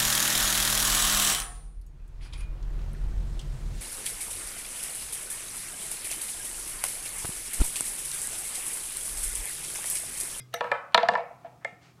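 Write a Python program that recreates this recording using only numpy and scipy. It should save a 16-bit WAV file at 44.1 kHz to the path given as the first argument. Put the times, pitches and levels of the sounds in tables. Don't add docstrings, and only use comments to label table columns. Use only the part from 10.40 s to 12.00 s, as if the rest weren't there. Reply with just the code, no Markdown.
import sys
import numpy as np
from scipy import signal
from scipy.fft import rfft, irfft
from scipy.io import wavfile
from scipy.ndimage import uniform_filter1d

SR = 44100
rng = np.random.default_rng(int(sys.argv[2]) if len(sys.argv) > 2 else 0)


def waveform_to_disk(signal):
    frames = np.transpose(np.atleast_2d(signal))
    scaled = np.clip(frames, -1, 1) * 32767
    samples = np.round(scaled).astype(np.int16)
    wavfile.write(sys.argv[1], SR, samples)


N = 70560


def undb(db):
    return 10 ** (np.asarray(db) / 20)


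def unit(x):
    return x / np.sqrt(np.mean(x ** 2))


def shaped(x, table, length):
    hz, db = np.array(table, float).T
    f = np.maximum(np.fft.rfftfreq(length, 1 / SR), 1)
    gain = undb(np.interp(np.log(f), np.log(hz), db))
    return irfft(rfft(x, length) * gain, length)


def band(x, hz, width):
    edges = np.clip([hz - width / 2, hz + width / 2], 20, .45 * SR)
    return signal.sosfilt(signal.butter(3, edges, "bandpass", fs=SR, output="sos"), x)


def walk(rate):
    hold = int(SR / rate)
    steps = np.repeat(rng.standard_normal(N // hold + 1), hold)
    return unit(uniform_filter1d(uniform_filter1d(steps, hold), hold)[:N])


def add(out, s, x):
    i = int(s * SR)
    out[i:i + len(x)] += x[:N - i]


def decay(t, t60):
    return np.exp(-np.log(1000) * t / t60)


def ring(hz, db, t60, rise_s):
    t = np.arange(SR // 3) / SR
    swell = (1 - np.exp(-t / rise_s[:, None])) ** 2
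    modes = swell * decay(t, t60[:, None]) * np.sin(2 * np.pi * hz[:, None] * t)
    return undb(db) @ modes


# f/Hz, level/dB (per Hz)
AIR_TILT = [(18, -48.5), (30, -22), (131, 1.5), (227, -6), (303, -6), (962, -22.5), (1250, -15),
            (1390, -23), (1590, -24.5), (6050, -28), (16000, -36.5)]
HUM_HZ = [63, 123.2, 161.3]
# t/s, then level/dB (RMS) of each line
HUM_LEVELS = [(0.0, -85, -60, -51.5), (0.062, -83, -54.5, -93), (0.28, -78, -63, -59),
              (0.316, -70, -56, -103), (0.502, -91, -76, -83), (0.552, -83, -73, -56),
              (0.622, -80, -70, -69), (0.69, -78, -50.5, -59), (0.752, -80, -72, -64),
              (0.832, -83, -57, -68), (0.89, -72, -68, -71), (0.984, -79, -60.5, -71),
              (1.032, -77, -84, -55.5), (1.122, -82, -61.5, -72.5), (1.572, -81.5, -65, -66),
              (1.6, -80, -73.5, -75)]
AIR_DB = -60.5
HUM_WAVER_DB, HUM_WAVER_TURNS = 3, 0.24


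def stove():
    t = np.arange(N) / SR
    air = undb(AIR_DB) * unit(shaped(rng.standard_normal(N), AIR_TILT, N))
    s, *levels = np.array(HUM_LEVELS).T
    hum = np.zeros(N)
    for hz, db in zip(HUM_HZ, levels):
        level = np.interp(t, s, db) + HUM_WAVER_DB * walk(20)
        turns = hz * t + HUM_WAVER_TURNS * walk(11)
        hum += np.sqrt(2) * undb(level) * np.sin(2 * np.pi * turns)
    return air * undb(.8 * walk(3.3)) + hum


STEEL_HZ = [1604, 2085, 2470, 3370, 3770, 4230, 4990, 5400, 5780, 6200, 8100, 9000, 11640]
# level/dB, t60/s
STEEL_MODES = [(-2.5, .12), (2, 0.073), (-5.5, 0.051), (0.5, .12), (4, 0.047), (-12, 0.042), (-9.5, 0.05),
               (-12, 0.062), (0, .13), (-1, 0.074), (-13.5, .15), (-6.5, 0.12), (-1, 0.082)]
# t/s, level/dB, best-excited f/Hz, reach/octaves, ring-time factor, contact/ms
CLINKS = [(.001, -62, 2386, 0.6, 1.84, 0.15), (.003, -47.5, 4950, 0.1, 2.5, 1.2),
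          (.140, -43.5, 6940, 1, 0.48, .3), (.142, -42.5, 3770, .06, 0.98, 1.2),
          (.146, -55.5, 9900, 0.32, 1.6, 5.6), (.150, -44.5, 5900, .2, .9, 3.6),
          (.159, -41, 2090, .15, .4, 2), (.240, -64, 8100, .1, 1.5, 4.), (.249, -69, 11000, 0.33, 1.9, 6.8),
          (1.248, -40.5, 2085, .08, 1.9, 0.23), (1.266, -54, 2085, .08, 0.91, 2.7)]
STEEL_SPLIT = 0.013
PARTIALS = 5


def steel():
    out = np.zeros(N)
    hz = np.repeat(STEEL_HZ, PARTIALS)
    db, t60 = np.repeat(STEEL_MODES, PARTIALS, axis=0).T
    chance = rng.standard_normal((len(CLINKS), 2, len(hz)))
    for (s, level, best_hz, reach, ring_on, contact_ms), (pitch_luck, level_luck) in zip(CLINKS, chance):
        lean_db = -6 * (np.log2(hz / best_hz) / reach) ** 2
        rise_s = .5 / hz + contact_ms / 1000
        partial_db = level + db + lean_db + 2.2 * level_luck
        add(out, s, ring(hz * (1 + STEEL_SPLIT * pitch_luck), partial_db, ring_on * t60, rise_s))
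    return out


# f/Hz, t60/s
ROOM_DECAY = [(600, 0.48), (1000, 0.68), (2000, .5), (4000, 0.27), (8000, 0.34), (14000, 0.17)]
# f/Hz, level/dB
ROOM_TONE = [(600, -2), (1000, 1), (2000, -2), (4000, -8.5), (8000, -9), (14000, -12.5)]
ROOM_DB = -10
WALL_S, WALL_SPREAD_S, WALL_DB = .022, 0.019, -8.5
WALL_HZ, WALL_WIDTH_HZ = 1500, 2200
ROOM_LOW_HZ = 420


def room(feed):
    low_cut = signal.butter(6, ROOM_LOW_HZ, "highpass", fs=SR, output="sos")
    t = np.arange(SR) / SR
    tail = np.zeros(SR)
    for (hz, t60), (_, db) in zip(ROOM_DECAY, ROOM_TONE):
        fall = decay(t, t60) * (1 - np.exp(-t / 0.019))
        fall /= np.sqrt(np.sum(fall ** 2))
        tail += undb(db) * band(rng.standard_normal(SR), hz, .7 * hz) * fall
    smear = np.exp(-.5 * ((t - WALL_S) / WALL_SPREAD_S) ** 2)
    smear /= np.sqrt(np.sum(smear ** 2))
    wall = band(rng.standard_normal(SR), WALL_HZ, WALL_WIDTH_HZ) * smear
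    response = undb(ROOM_DB) * tail + undb(WALL_DB) * wall
    return signal.fftconvolve(signal.sosfilt(low_cut, feed), response)[:N]


STRIKE_HZ = [210, 478, 550, 675, 930, 1290, 1850, 3500, 6700, 12000]
# t/s, room send level/dB, contact/ms, then strike level/dB near each of STRIKE_HZ
KNOCKS = [(0.127, -9.5, 4.2, -65, -66, -61.5, -58, -58, -56.5, -54, -70, -50, -58),
          (0.139, -6.5, 0.44, -62.5, -32.5, -41, -28.5, -44.5, -29.5, -39, -29, -37.5, -30),
          (0.1425, 1, 0.37, -55, -61, -40, -31, -59, -68, -26, -31.5, -48, -40),
          (0.2075, -3, 0.54, -46, -28.5, -18.5, -26.5, -23.5, -25, -30.5, -26, -45, -54),
          (0.242, 5, 1.3, -47, -32.5, -36, -36, -36.5, -30.5, -34, -42, -45, -66),
          (0.3155, -4.5, 1.05, -42.5, -28.5, -10.5, -28.5, -21, -73, -11, -29.5, -37, -52),
          (0.321, 2.5, 0.94, -70, -32.5, -24, -28, -28, -19, -46, -33.5, -61, -69),
          (0.522, 6.5, 1.8, -68, -65, -87, -72, -49.5, -55.5, -51, -48.5, -57, -70),
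          (0.545, -12, 0.84, -33.5, -23, -30, -15.5, -14, -9, -11.5, -1.5, -19.5, -34),
          (0.5765, -7.5, 0.23, -42.5, -20, -38.5, -18.5, -21, -18, -18.5, -12.5, -33, -65),
          (0.59, 3.5, 1.8, -46, -27.5, -39.5, -33.5, -27, -21.5, -21, -40, -66, -74),
          (0.608, -6, 0.7, -71, -53, -50, -56, -25, -50, -43, -57.5, -65, -69),
          (0.63, -5, 1, -45, -51.5, -31.5, -15.5, -20, -35, -27.5, -23, -58, -72),
          (0.653, 2, 0.55, -44, -64, -56, -59, -37.5, -29.5, -49, -58, -61, -72),
          (0.686, -7.5, 0.77, -33.5, -28.5, -33.5, -17, -17.5, -21.5, -18.5, -13, -29.5, -59.5),
          (0.716, 3.5, 2.1, -38.5, -20.5, -66.5, -43.5, -27.5, -40, -35, -57, -45.5, -68),
          (0.736, -5, 2, -46, -34, -38, -18.5, -21.5, -35.5, -29, -29.5, -42.5, -66.5),
          (0.752, -6, 1.57, -39.5, -28, -44, -35.5, -20, -23.5, -16, -29, -59, -63),
          (0.776, -7.5, 0.67, -54, -52.5, -42.5, -25, -28, -43, -45, -39, -56, -78),
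          (0.791, -17, 0.7, -59.5, -31.5, -59.5, -30.5, -52, -55, -57, -46.5, -79.5, -81),
          (0.804, -10.5, 1.7, -77.5, -59, -63.5, -31.5, -32, -64, -47, -46, -77, -84.5),
          (0.832, -3, 1.66, -71, -50.5, -36.5, -41, -55.5, -63, -47, -53, -80, -85),
          (0.904, -11, 5, -63, -46.5, -49.5, -34, -47, -70, -53, -65, -87, -87.5),
          (1.045, -2, 2.35, -81.5, -52.5, -64.5, -34.5, -47, -47, -47.5, -69, -82, -89),
          (1.057, -2.5, 2.8, -82, -57, -53, -44, -45.5, -66, -41.5, -56.5, -65.5, -72),
          (1.126, -5.5, 2.2, -63, -64, -65, -47, -56.5, -67.5, -60.5, -68, -84.5, -88),
          (1.247, -4, 0.65, -50.5, -49, -21.5, -32.5, -36.5, -38, -24.5, -34.5, -35.5, -53),
          (1.325, -9.5, 0.7, -52, -64.5, -76, -51, -69, -77.5, -51, -60, -78.5, -91)]
# f/Hz, level/dB, t60/s
BOARD_MODES = [(204, 7.5, 0.048), (482.5, -4, 0.16), (563.6, 0, 0.04), (671.5, -0.5, .09),
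               (697.3, -4.5, 0.081), (878, 1.5, 0.04), (966, 1.5, 0.048), (1127, -13, 0.088),
               (1302, -3.5, 0.035), (1360, -9, .05), (1637, -5, 0.037), (1757, 3.5, 0.025),
               (2092, -7, 0.027), (2359, -9, 0.027), (2908, -7.5, 0.018), (3453, -10, 0.02),
               (3630, -9.5, 0.019), (4075, -9.5, 0.017)]
CRACK_T60_S = [0.014, 0.014, 0.0027]
RISE_CYCLES, DETUNE, SCATTER_DB = 0.9, 0.0091, 3.5
BOARD_DB, CRACK_DB = 4.5, -4
SPREAD_DB, SPREAD_T60_S = 0.5, .03


def board():
    direct, feed = np.zeros((2, N))
    hz, db, t60 = np.array(BOARD_MODES).T
    chance = rng.standard_normal((len(KNOCKS), 2, len(hz)))
    t = np.arange(SR // 3) / SR
    for (s, send_db, contact_ms, *colour), (pitch_luck, level_luck) in zip(KNOCKS, chance):
        touch_s = abs(contact_ms) / 1000
        strike_db = np.interp(np.log(hz), np.log(STRIKE_HZ), colour)
        mode_db = BOARD_DB + db + strike_db + SCATTER_DB * level_luck
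        knock = ring(hz * (1 + DETUNE * pitch_luck), mode_db, t60, RISE_CYCLES / hz + touch_s)

        grit = np.array([unit(band(rng.standard_normal(len(t)), f, 0.6 * f)) for f in STRIKE_HZ[1:]])
        falls = decay(t, np.array(CRACK_T60_S)[:, None]) * (1 - np.exp(-t / (0.23 * touch_s)))
        crack = undb(CRACK_DB + np.array(colour[-3:])) @ (grit[-3:] * falls)
        spread = undb(SPREAD_DB + np.array(colour[1:])) @ grit * decay(t, SPREAD_T60_S)
        add(direct, s, knock + crack)
        add(feed, s, undb(send_db) * (0.82 * knock + crack + spread))
    return direct, feed


# middle t/s, half-length/s, level/dB,
# centre f/Hz, width/Hz
BURSTS = [(0.138, .005, -47.5, 2605, 1990), (0.143, 0.0018, -42.5, 11800, 7100),
          (0.319, 0.0041, -59.5, 10800, 7025), (0.536, 0.0034, -57, 3000, 900),
          (0.914, .01, -52.5, 727, 300), (1.065, .006, -52, 796, 400), (1.132, 0.0047, -57.5, 710, 300),
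          (1.46, 0.042, -62, 1480, 2000), (1.061, 0.016, -60, 1770, 2400),
          (1.229, 0.016, -59.5, 1300, 1600), (1.595, 0.011, -63, 1185, 709)]


def noise_bursts():
    t = np.arange(N) / SR
    out = np.zeros(N)
    for s, half, db, hz, width in BURSTS:
        level = undb(db + 0.93 * walk(400))
        swell = np.exp(-.5 * ((t - s) / half) ** 2)
        out += level * swell * unit(band(rng.standard_normal(N), hz, width))
    return out


# t/s, level/dB
SPRAY_LEVELS = [(0.69, -41), (0.7, -61), (0.76, -59), (0.826, -79), (0.86, -93)]
SPRAY_PER_S, SPRAY_SCATTER_DB = 2500, 5
SPRAY_HZ, SPRAY_WIDTH_HZ = 6385, 3200


def spray():
    s, db = np.array(SPRAY_LEVELS).T
    level = np.interp(np.arange(N) / SR, s, db, left=-120, right=-120)
    hits = rng.random(N) < SPRAY_PER_S / SR
    force = undb(SPRAY_SCATTER_DB * rng.exponential(size=N)) * rng.standard_normal(N)
    return undb(level) * unit(band(hits * force, SPRAY_HZ, SPRAY_WIDTH_HZ))


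# t/s, level/dB
RUSTLE_LEVELS = [(1.36, -79), (1.384, -91), (1.432, -60.5), (1.51, -66), (1.542, -76), (1.6, -80.5)]
RUSTLE_HZ, RUSTLE_WIDTH_HZ = 2990, 6000


def rustle():
    s, db = np.array(RUSTLE_LEVELS).T
    level = np.interp(np.arange(N) / SR, s, db, left=-120)
    flutter = 1.5 * walk(41.26)
    swish = unit(band(rng.standard_normal(N), RUSTLE_HZ, RUSTLE_WIDTH_HZ))
    return undb(level + flutter) * swish


STEEL_SEND_DB = -5


def scene():
    knocks, knock_feed = board()
    clinks = steel()
    bursts = spray() + noise_bursts()
    feed = knock_feed + undb(STEEL_SEND_DB) * clinks + bursts
    return (knocks + clinks + bursts + room(feed) + stove() + rustle())[None]


LIMIT = .85
BASS_HZ, TOP_HZ = 40, 16100


def record(dry):
    rounded = LIMIT * np.tanh(dry / LIMIT)
    bass_cut = signal.butter(2, BASS_HZ, "highpass", fs=SR, output="sos")
    top_cut = signal.ellip(10, .2, 80, TOP_HZ, fs=SR, output="sos")
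    return signal.sosfilt(top_cut, signal.sosfilt(bass_cut, rounded))


dry = scene()
out = record(dry)
waveform_to_disk(out)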